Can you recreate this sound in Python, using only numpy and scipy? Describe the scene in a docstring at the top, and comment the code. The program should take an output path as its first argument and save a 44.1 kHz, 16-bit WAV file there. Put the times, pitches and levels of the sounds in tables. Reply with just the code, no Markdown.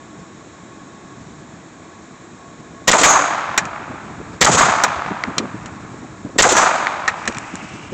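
"""Light wind, distant air and hiss lie over an open field with a pond throughout; the microphone is a phone's.
Three pistol shots, an arm's length away: a hammer click, a noise blast that overloads and chokes the microphone,
the slide slam, then cracks off near ground, a bullet strike, and filtered-noise echoes off banks and far trees.
Between and after them cases and gun handling clack as struck noise, and low puffs bump the phone.
After the last shot a sleeve-and-grass rustle rises in pitch and the lowered pistol ticks."""
import sys
import numpy as np
from scipy import signal
from scipy.fft import rfft, irfft, next_fast_len
from scipy.io import wavfile

SR = 44100
rng = np.random.default_rng(int(sys.argv[2]) if len(sys.argv) > 2 else 0)


def unload_wav(signal):
    """Save mono or channel-first audio to the path in sys.argv[1] as 16-bit WAV at rate SR, clipped to [-1, 1]."""
    wavfile.write(
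        sys.argv[1],
        SR,
        np.round(np.clip(np.atleast_2d(signal).T, -1, 1) * 32767).astype(np.int16),
    )


N = 350008
TIME = np.arange(N) / SR  # [s]

# the shots: (time [s], blast level [dB], slide delay [s], slide level [dB], field echo level [dB])
SHOT_EVENTS = [(2.8779, -3, 0.035, -6, -9), (4.412, -3, 0.033, -2.5, -9.5), (6.3852, -3, 0.037, -3.5, -9.5)]
# resonances of pistol and phone: (centre [Hz], width [Hz], level over the broad blast [dB])
BLAST_RESONANCES = [(535, 40, 11), (1060, 55, 4), (1897, 66, 14), (3620, 130, 4), (7230, 230, 6)]
# broad blast spectrum: (frequency [Hz], level [dB])
BLAST_SPECTRUM = [(40, -10), (200, 3), (700, 2.5), (2500, 1.5), (5000, -0.5), (7500, 0), (9000, -11.5)]
# echo spectrum: (frequency [Hz], level [dB])
FIELD_SPECTRUM = [(24, -63), (40, -41), (113, -17.5), (256, -7.5), (395, -10.5), (432, -12), (796, -2.5),
                  (999, -1), (1230, -1.5), (2770, -21.5), (4560, -21.5), (5590, -20.5), (6700, -10),
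                  (8040, -17.5), (9000, -19), (11700, -81), (19800, -120)]
# bands that stand out in the echo: (centre [Hz], width [Hz], level over the spectrum [dB])
FIELD_RESONANCES = [(660, 120, -2.5), (1290, 130, -4), (1640, 340, -3), (2460, 500, 4), (3670, 560, 0)]
# extra loss in grass and air, negative where the band gains: (frequency [Hz], loss [dB/s])
GRASS_AND_AIR_LOSS = [(60, 20), (250, 37), (600, -3.5), (1100, -2.5), (2300, -4.5), (4000, 6.5), (7000, 35)]
# near ground and bank that answer every shot:
# (delay [s], level re field echo [dB], length [s], centre [Hz], treble re field echo [dB])
NEAR_PATCHES = [(0.051, -0.5, 0.0096, 1440, -8), (.06, -2.5, 0.025, 666, -12.5),
                (.104, -14, 0.024, 680, -2), (0.134, -5, .01, 455, -1), (.197, -1.5, .012, 970, -11),
                (0.233, -7, 0.015, 1100, -11), (0.275, -4, 0.013, 1050, -24)]
# bullets striking the far ground: (time [s], level [dB], length [s], centre [Hz], treble level [dB])
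BULLET_STRIKES = [(3.033, -6.5, .026, 1720, -3.5), (4.579, -12.5, 0.022, 1370, -11),
                  (6.567, -13.5, 0.018, 1400, -13)]
# thin rings within the echoes: (time [s], centre [Hz], width [Hz], level [dB], swell [s], t60 [s])
ECHO_RINGS = [(3.0, 6600, 790, -11.5, 0.096, 0.49), (2.95, 296, 10, -27.5, .12, 1.5),
              (4.5, 6600, 600, -22, 0.073, 0.32), (6.48, 6000, 660, -20, 0.092, 0.29)]
# cases and gun handling: (time [s], body level [dB], body centre [Hz], bright level [dB], t60 [s])
HARD_KNOCKS = [(3.5768, -3.5, 1620, 0, 0.053), (3.653, -26, 1700, -26, 0.04),
               (4.8365, -1.5, 1171, 0.5, 0.047), (5.061, -15.5, 971, -42, 0.012),
               (5.2372, -4, 1850, -34, 0.0098), (5.3812, -10, 3200, -8.5, 0.04),
               (5.6582, -31.5, 2200, -30.5, 0.061), (6.8692, -0.5, 1340, -22, 0.0096),
               (7.078, -5.5, 1500, -15.5, 0.067), (7.276, -14.5, 2050, -11.5, 0.049),
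               (7.3695, -22.5, 2390, -27, 0.023), (7.384, -18, 2230, -15, 0.0091),
               (7.5548, -32, 3000, -14, 0.0067)]
# bright spectrum of hard contact: (frequency [Hz], level [dB])
KNOCK_SPECTRUM = [(200, -7.5), (900, 1.5), (2800, -6.5), (3900, -4.5), (4800, -8), (5800, -4), (7200, 3),
                  (8200, -3.5), (9500, -5)]
# what hard knocks ring with: (centre [Hz], width [Hz], level over the spectrum [dB])
KNOCK_RESONANCES = [(1310, 57, 6.5), (1720, 110, 7.5), (1910, 200, 5), (2390, 140, 11), (4020, 220, 7),
                    (5730, 230, 9), (6740, 200, 4)]
# strongest bumps of wind and hand on the phone: (time [s], level [dB], centre [Hz], length [s])
PHONE_BUMPS = [(4.48, -18.5, 172, 0.082), (4.63, -26, 139.7, 0.08), (5.103, -20, 190, 0.014),
               (5.272, -24, 185, 0.016), (5.393, -23, 260, 0.064), (5.54, -25.5, 205, 0.022),
               (6.245, -24, 218, 0.026), (6.355, -21, 208, 0.011), (7.275, -24, 203, 0.026),
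               (7.53, -26.5, 240, 0.013), (7.918, -26, 294, 0.024)]
# sleeve and grass as the arm comes down: (time [s], level [dB], centre [Hz])
SLEEVE_RUSTLE = [(6.901, -59, 1905), (7.201, -41.5, 2100), (7.449, -42, 2296), (7.7, -41, 2456),
                 (7.94, -46.5, 2656)]
# breeze on the microphone: (time [s], level [dB])
BREEZE_LEVEL = [(0, -46), (.9, -49.5), (1.35, -41.5), (1.7, -51.5), (3.4, -42), (4.25, -37), (5, -40.5),
                (5.6, -36), (6.9, -45), (7.9, -39)]
# breeze spectrum: (frequency [Hz], level [dB])
BREEZE_SPECTRUM = [(25, -28), (50, -13), (85, -3.5), (140, -1.5), (250, -4), (400, -13.5), (900, -36)]
# distant air spectrum: (frequency [Hz], level [dB])
AIR_SPECTRUM = [(15, -57), (25, -28), (58, -19.5), (182, -2.5), (257, -5), (306, -3.5), (515, -11.5),
                (687, -11.5), (1030, -12), (1110, -9), (1180, -13), (2500, -20), (3250, -42), (5500, -120)]
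# faint distant hums: (centre [Hz], width [Hz], level over the air spectrum [dB])
DISTANT_HUMS = [(316, 33, 4), (675, 25, 4), (1100, 17, 8.5), (1690, 46, 5)]
# hiss spectrum: (frequency [Hz], level [dB])
HISS_SPECTRUM = [(1710, -35), (2900, -11.5), (3160, -9.5), (3820, -5.5), (4840, -15.5), (5450, -9),
                 (6070, -11), (6520, -5), (7340, -4), (8300, -14), (9000, -9), (11700, -64), (19800, -120)]

# the near ground answers first, then the far banks and trees swell up
GROUND_S, GROUND_DB = .054, -3.5
TREES_S, TREES_DB, TREES_SWELL_S, TREES_LOSS_DB_PER_S = .2, -0.95, 0.078, 13.5
TICKS_FROM_S, TICKS_UNTIL_S = 7.24, 7.35
TICK_DB, TICK_BRIGHT_DB, TICK_HZ, TICK_T60_S = -28, -29, 2500, .025
PUFFS_PER_S, PUFF_OVER_BREEZE_DB, PUFF_SCATTER_DB, PUFF_HZ, PUFF_S = 6, 5.5, 2, 245, 0.017
AIR_DB, HISS_DB = -40.5, -51.5
VOICE_BAND_HZ, TOP_HZ = 8074, 16200


def undb(db):
    """Decibels to gain."""
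    return 10 ** (np.asarray(db) / 20)


def along(points, hz):
    """Read (Hz, value) points on a log-frequency axis."""
    f, value = np.transpose(points)
    return np.interp(np.log(hz), np.log(np.sort(f)), value)


def resonance(f, hz, width):
    """Gain of one resonance, 1 at its centre."""
    return 1 / np.sqrt(1 + ((f * f - hz * hz) / (f * width)) ** 2)


def colour(points, modes=()):
    """A broad spectrum with resonances added to it in power, as a gain against frequency."""
    def gain(f):
        power = sum((undb(db) * resonance(f, hz, width)) ** 2 for hz, width, db in modes)
        return undb(along(points, f)) * np.sqrt(1 + power)
    return gain


def hump(hz, share):
    """A steep-sided band whose resonance width is a share of its centre."""
    return lambda f: resonance(f, hz, share * hz) ** 2


def shape(x, gain):
    """Filter x by a gain against frequency, to standard deviation 1."""
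    n = next_fast_len(len(x), True)
    f = np.maximum(np.arange(n // 2 + 1) * SR / n, 1)
    y = irfft(rfft(x, n) * gain(f), n)[:len(x)]
    return y / np.std(y)


def noise(t, gain):
    """Coloured noise as long as t."""
    return shape(rng.standard_normal(len(t)), gain)


def struck(fade, gain):
    """Coloured noise under a fade, scaled to the standard deviation of that fade."""
    x = fade * noise(fade, gain)
    return x * np.std(fade) / np.std(x)


def burst(t, length, edge):
    """A plateau with a quick rise and an exponential end."""
    rise = 1 - np.exp(-t / edge * 4)
    return rise * np.exp(-np.maximum(t - length, 0) / edge)


def span(seconds):
    """Time axis of one event."""
    return TIME[:int(seconds * SR)]


def add(out, s, x):
    """Mix x into out at time s."""
    i = max(int(s * SR), 0)
    out[i:i + len(x)] += x[:max(N - i, 0)]


def blast(blast_db, slide_s, slide_db, rail_db=3.0, rattle_db=-28, coupling_hz=260):
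    """Muzzle blast and slide slam, as an overloaded microphone passes them."""
    t = span(.12)
    rail = undb(rail_db)
    shock = noise(t, colour(BLAST_SPECTRUM, BLAST_RESONANCES)) * burst(t, 0.02, 0.00081)
    shock *= undb(blast_db) * np.exp(-t / 0.037)
    slam_envelope = burst(np.maximum(t - slide_s, 0), 0.0114, 0.00058)
    slam = undb(slide_db) * slam_envelope * noise(t, colour(KNOCK_SPECTRUM))
    # the suction behind the shock holds the membrane at its stop; only the highest peaks
    # break through, ever fewer as the threshold (in noise rms) rises
    choked = (t > .02) & (t < slide_s + .012)
    threshold = np.interp(t, [.02, .036], [1.1, 2.1])
    peaks = np.clip(6 * (noise(t, hump(470, 4.7)) - threshold), 0, rail) * choked
    coupling = signal.butter(1, coupling_hz, "high", fs=SR, output="sos")
    spikes = signal.sosfilt(coupling, peaks)
    rattle = undb(rattle_db) * burst(t, 0.062, .005) * noise(t, colour(BLAST_SPECTRUM))
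    return np.clip(shock + slam, -rail, rail) + spikes + rattle


def hammer(level_db=-17):
    """The hammer's fall: a very short burst of bright noise."""
    t = span(.03)
    return undb(level_db) * burst(t, 0.0037, 0.00031) * noise(t, colour(KNOCK_SPECTRUM))


def reflection(db, length, hz, treble_db):
    """A short, coloured crack from ground or bank: the blast thrown back, or a bullet striking."""
    t = span(.15)
    envelope = np.minimum(t / 0.0003, 1) * np.exp(-np.maximum(t - length, 0) / 0.0062)
    body = undb(db) * noise(t, hump(hz, 0.7))
    treble = undb(treble_db) * noise(t, colour(KNOCK_SPECTRUM))
    return envelope * (body + treble)


def answer(t):
    """Echo strength t seconds after a shot: near ground, then trees, each weaker as 1 / distance."""
    path = np.maximum(t, GROUND_S)
    swell = np.clip((t - TREES_S) / TREES_SWELL_S + 1, 0, 1)
    onset = np.clip((t - GROUND_S) / 0.0016, 0, 1)
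    ground = undb(GROUND_DB) * GROUND_S / path * onset
    trees = undb(TREES_DB - TREES_LOSS_DB_PER_S * (t - TREES_S)) * TREES_S / path
    return ground * (1 - swell ** 2) + trees * swell ** 2


def field(terrain, grain_db=4.0, slap_db=4.5, slap_hz=42, smooth_hz=3200, peak_s=0.13, merge_s=2.0):
    """Countless small echoes from grass, banks and trees, smoother with time as each band fades at its rate."""
    t = TIME[:len(terrain)]
    rough = np.exp(-t / merge_s)
    # half of the pattern belongs to the terrain, half changes with aim and wind
    pattern = terrain + rng.standard_normal(len(t))
    scatter = pattern * undb(grain_db * rough * noise(t, hump(450, 2.6)))
    echoes = rfft(shape(scatter, colour(FIELD_SPECTRUM, FIELD_RESONANCES)))
    f = np.maximum(np.arange(len(echoes)) * SR / len(t), 1)
    slaps = rough * np.tanh(1.4 * noise(t, hump(slap_hz, 1.4)))
    centres = [hz for hz, _ in GRASS_AND_AIR_LOSS]
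    out = 0
    # each band is a triangle between its neighbours' centres
    for (centre, loss), share in zip(GRASS_AND_AIR_LOSS, np.eye(len(centres))):
        band = along(list(zip(centres, share)), f)
        # trunks and banks return separate slaps, grass returns the treble smoothly
        depth_db = slap_db / (1 + (centre / smooth_hz) ** 2)
        level_db = depth_db * (slaps - 0.077 * rough) - loss * (t - peak_s)
        out = out + irfft(echoes * band, len(t)) * undb(level_db)
    return out * answer(t)


def ring(hz, width, db, swell_s, t60):
    """A narrow resonance that builds up and dies away."""
    t = span(1)
    decay = np.exp(-np.log(1000) * np.maximum(t - swell_s, 0) / t60)
    envelope = np.minimum(t / swell_s, 1) ** 2 * decay
    return undb(db) * struck(envelope, hump(hz, width / hz))


def clack(body_db, hz, bright_db, t60, thud_db=-14, snap_db=5, snap_s=0.0016):
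    """A hard knock: a bright snap at contact, a ringing body and a duller thud that lasts longer."""
    t = span(.2)
    fade = np.exp(-np.log(1000) * t / t60) * (1 - np.exp(-t / 0.00033))
    snap = 1 + undb(snap_db) * np.exp(-t / snap_s)
    modes = colour([(hz, 0)], KNOCK_RESONANCES)
    crack = struck(0.68 * fade * snap, colour(KNOCK_SPECTRUM, KNOCK_RESONANCES))
    body = struck(fade, lambda f: hump(hz, .8)(f) * modes(f))
    thud = struck(np.sqrt(fade), hump(hz / 2, 1.8))
    return undb(bright_db) * crack + undb(body_db) * (body + undb(thud_db) * thud)


def ticks(count=3):
    """The pistol's parts tick loosely, at random moments, while the arm drops."""
    out = np.zeros(N)
    for place in rng.random(count):
        s = TICKS_FROM_S + place * (TICKS_UNTIL_S - TICKS_FROM_S)
        add(out, s, clack(TICK_DB, TICK_HZ, TICK_BRIGHT_DB, TICK_T60_S))
    return out


def buffet(db, hz, length):
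    """A soft low bump on the phone: a short burst of band noise."""
    t = span(.2)
    envelope = np.minimum(t / 0.0043, 1) * burst(t, length, 0.0059)
    return undb(db) * struck(envelope, hump(hz, 1.0))


def puffs():
    """Small random bumps of air whose level follows the breeze."""
    out = np.zeros(N)
    for place, size, pitch in rng.random((int(PUFFS_PER_S * N / SR), 3)):
        s = place * N / SR
        breeze_db = np.interp(s, *np.transpose(BREEZE_LEVEL))
        db = breeze_db + PUFF_OVER_BREEZE_DB + PUFF_SCATTER_DB * (2 * size - 1)
        add(out, s, buffet(db, PUFF_HZ * 2 ** (pitch - .5), PUFF_S))
    return out


def rustle(hiss_db=-6):
    """Sleeve and grass as the arm drops: a noisy band sliding upward, plus a fluttering treble swish."""
    s, db, hz = np.transpose(SLEEVE_RUSTLE)
    # the rustle brightens as the phone nears the ground
    sweep = np.cos(2 * np.pi * np.cumsum(np.interp(TIME, s, hz)) / SR)
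    flutter_db = 2 * noise(TIME, hump(12, 2))
    swish = undb(hiss_db + flutter_db) * noise(TIME, hump(6400, 0.97))
    sliding = np.sqrt(2) * sweep * noise(TIME, hump(170, 2.6))
    return undb(np.interp(TIME, s, db, left=-100)) * (sliding + swish)


def breeze(gust_db=3):
    """Wind on the microphone: low noise whose level drifts and flutters."""
    drift_db = np.interp(TIME, *np.transpose(BREEZE_LEVEL))
    gusts_db = drift_db + gust_db * noise(TIME, hump(7.6, 1.8))
    return undb(gusts_db) * noise(TIME, colour(BREEZE_SPECTRUM))


def distant_air():
    """Steady distant air with faint hums, and hiss: two stationary coloured noises."""
    air = undb(AIR_DB) * noise(TIME, colour(AIR_SPECTRUM, DISTANT_HUMS))
    return air + undb(HISS_DB) * noise(TIME, colour(HISS_SPECTRUM))


def scene():
    """Shots, their echoes and the small sounds between them, over the open field."""
    out = distant_air() + breeze() + rustle()
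    terrain = rng.standard_normal(len(span(2.6)))  # the same ground for every shot
    for s, blast_db, slide_s, slide_db, field_db in SHOT_EVENTS:
        add(out, s - .004, hammer())
        add(out, s, blast(blast_db, slide_s, slide_db))
        add(out, s, undb(field_db) * field(terrain))
        for delay, *patch in NEAR_PATCHES:
            add(out, s + delay, undb(field_db) * reflection(*patch))
    sources = ((BULLET_STRIKES, reflection), (ECHO_RINGS, ring), (HARD_KNOCKS, clack), (PHONE_BUMPS, buffet))
    for table, source in sources:
        for s, *row in table:
            add(out, s, source(*row))
    return (out + ticks() + puffs())[None]


def record(dry, clip_db=-3.5, ceiling_db=-2.5):
    """The phone clips, low-passes to the voice band, clips the overshoots again and cuts the top."""
    clipped = np.clip(dry, -undb(clip_db), undb(clip_db))
    voice_band = signal.butter(20, VOICE_BAND_HZ, fs=SR, output="sos")
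    narrow = signal.sosfilt(voice_band, clipped)
    held = np.clip(narrow, -undb(ceiling_db), undb(ceiling_db))
    top_cut = signal.ellip(8, .1, 60, TOP_HZ, fs=SR, output="sos")
    return signal.sosfiltfilt(top_cut, held)


dry = scene()
out = record(dry)
unload_wav(out)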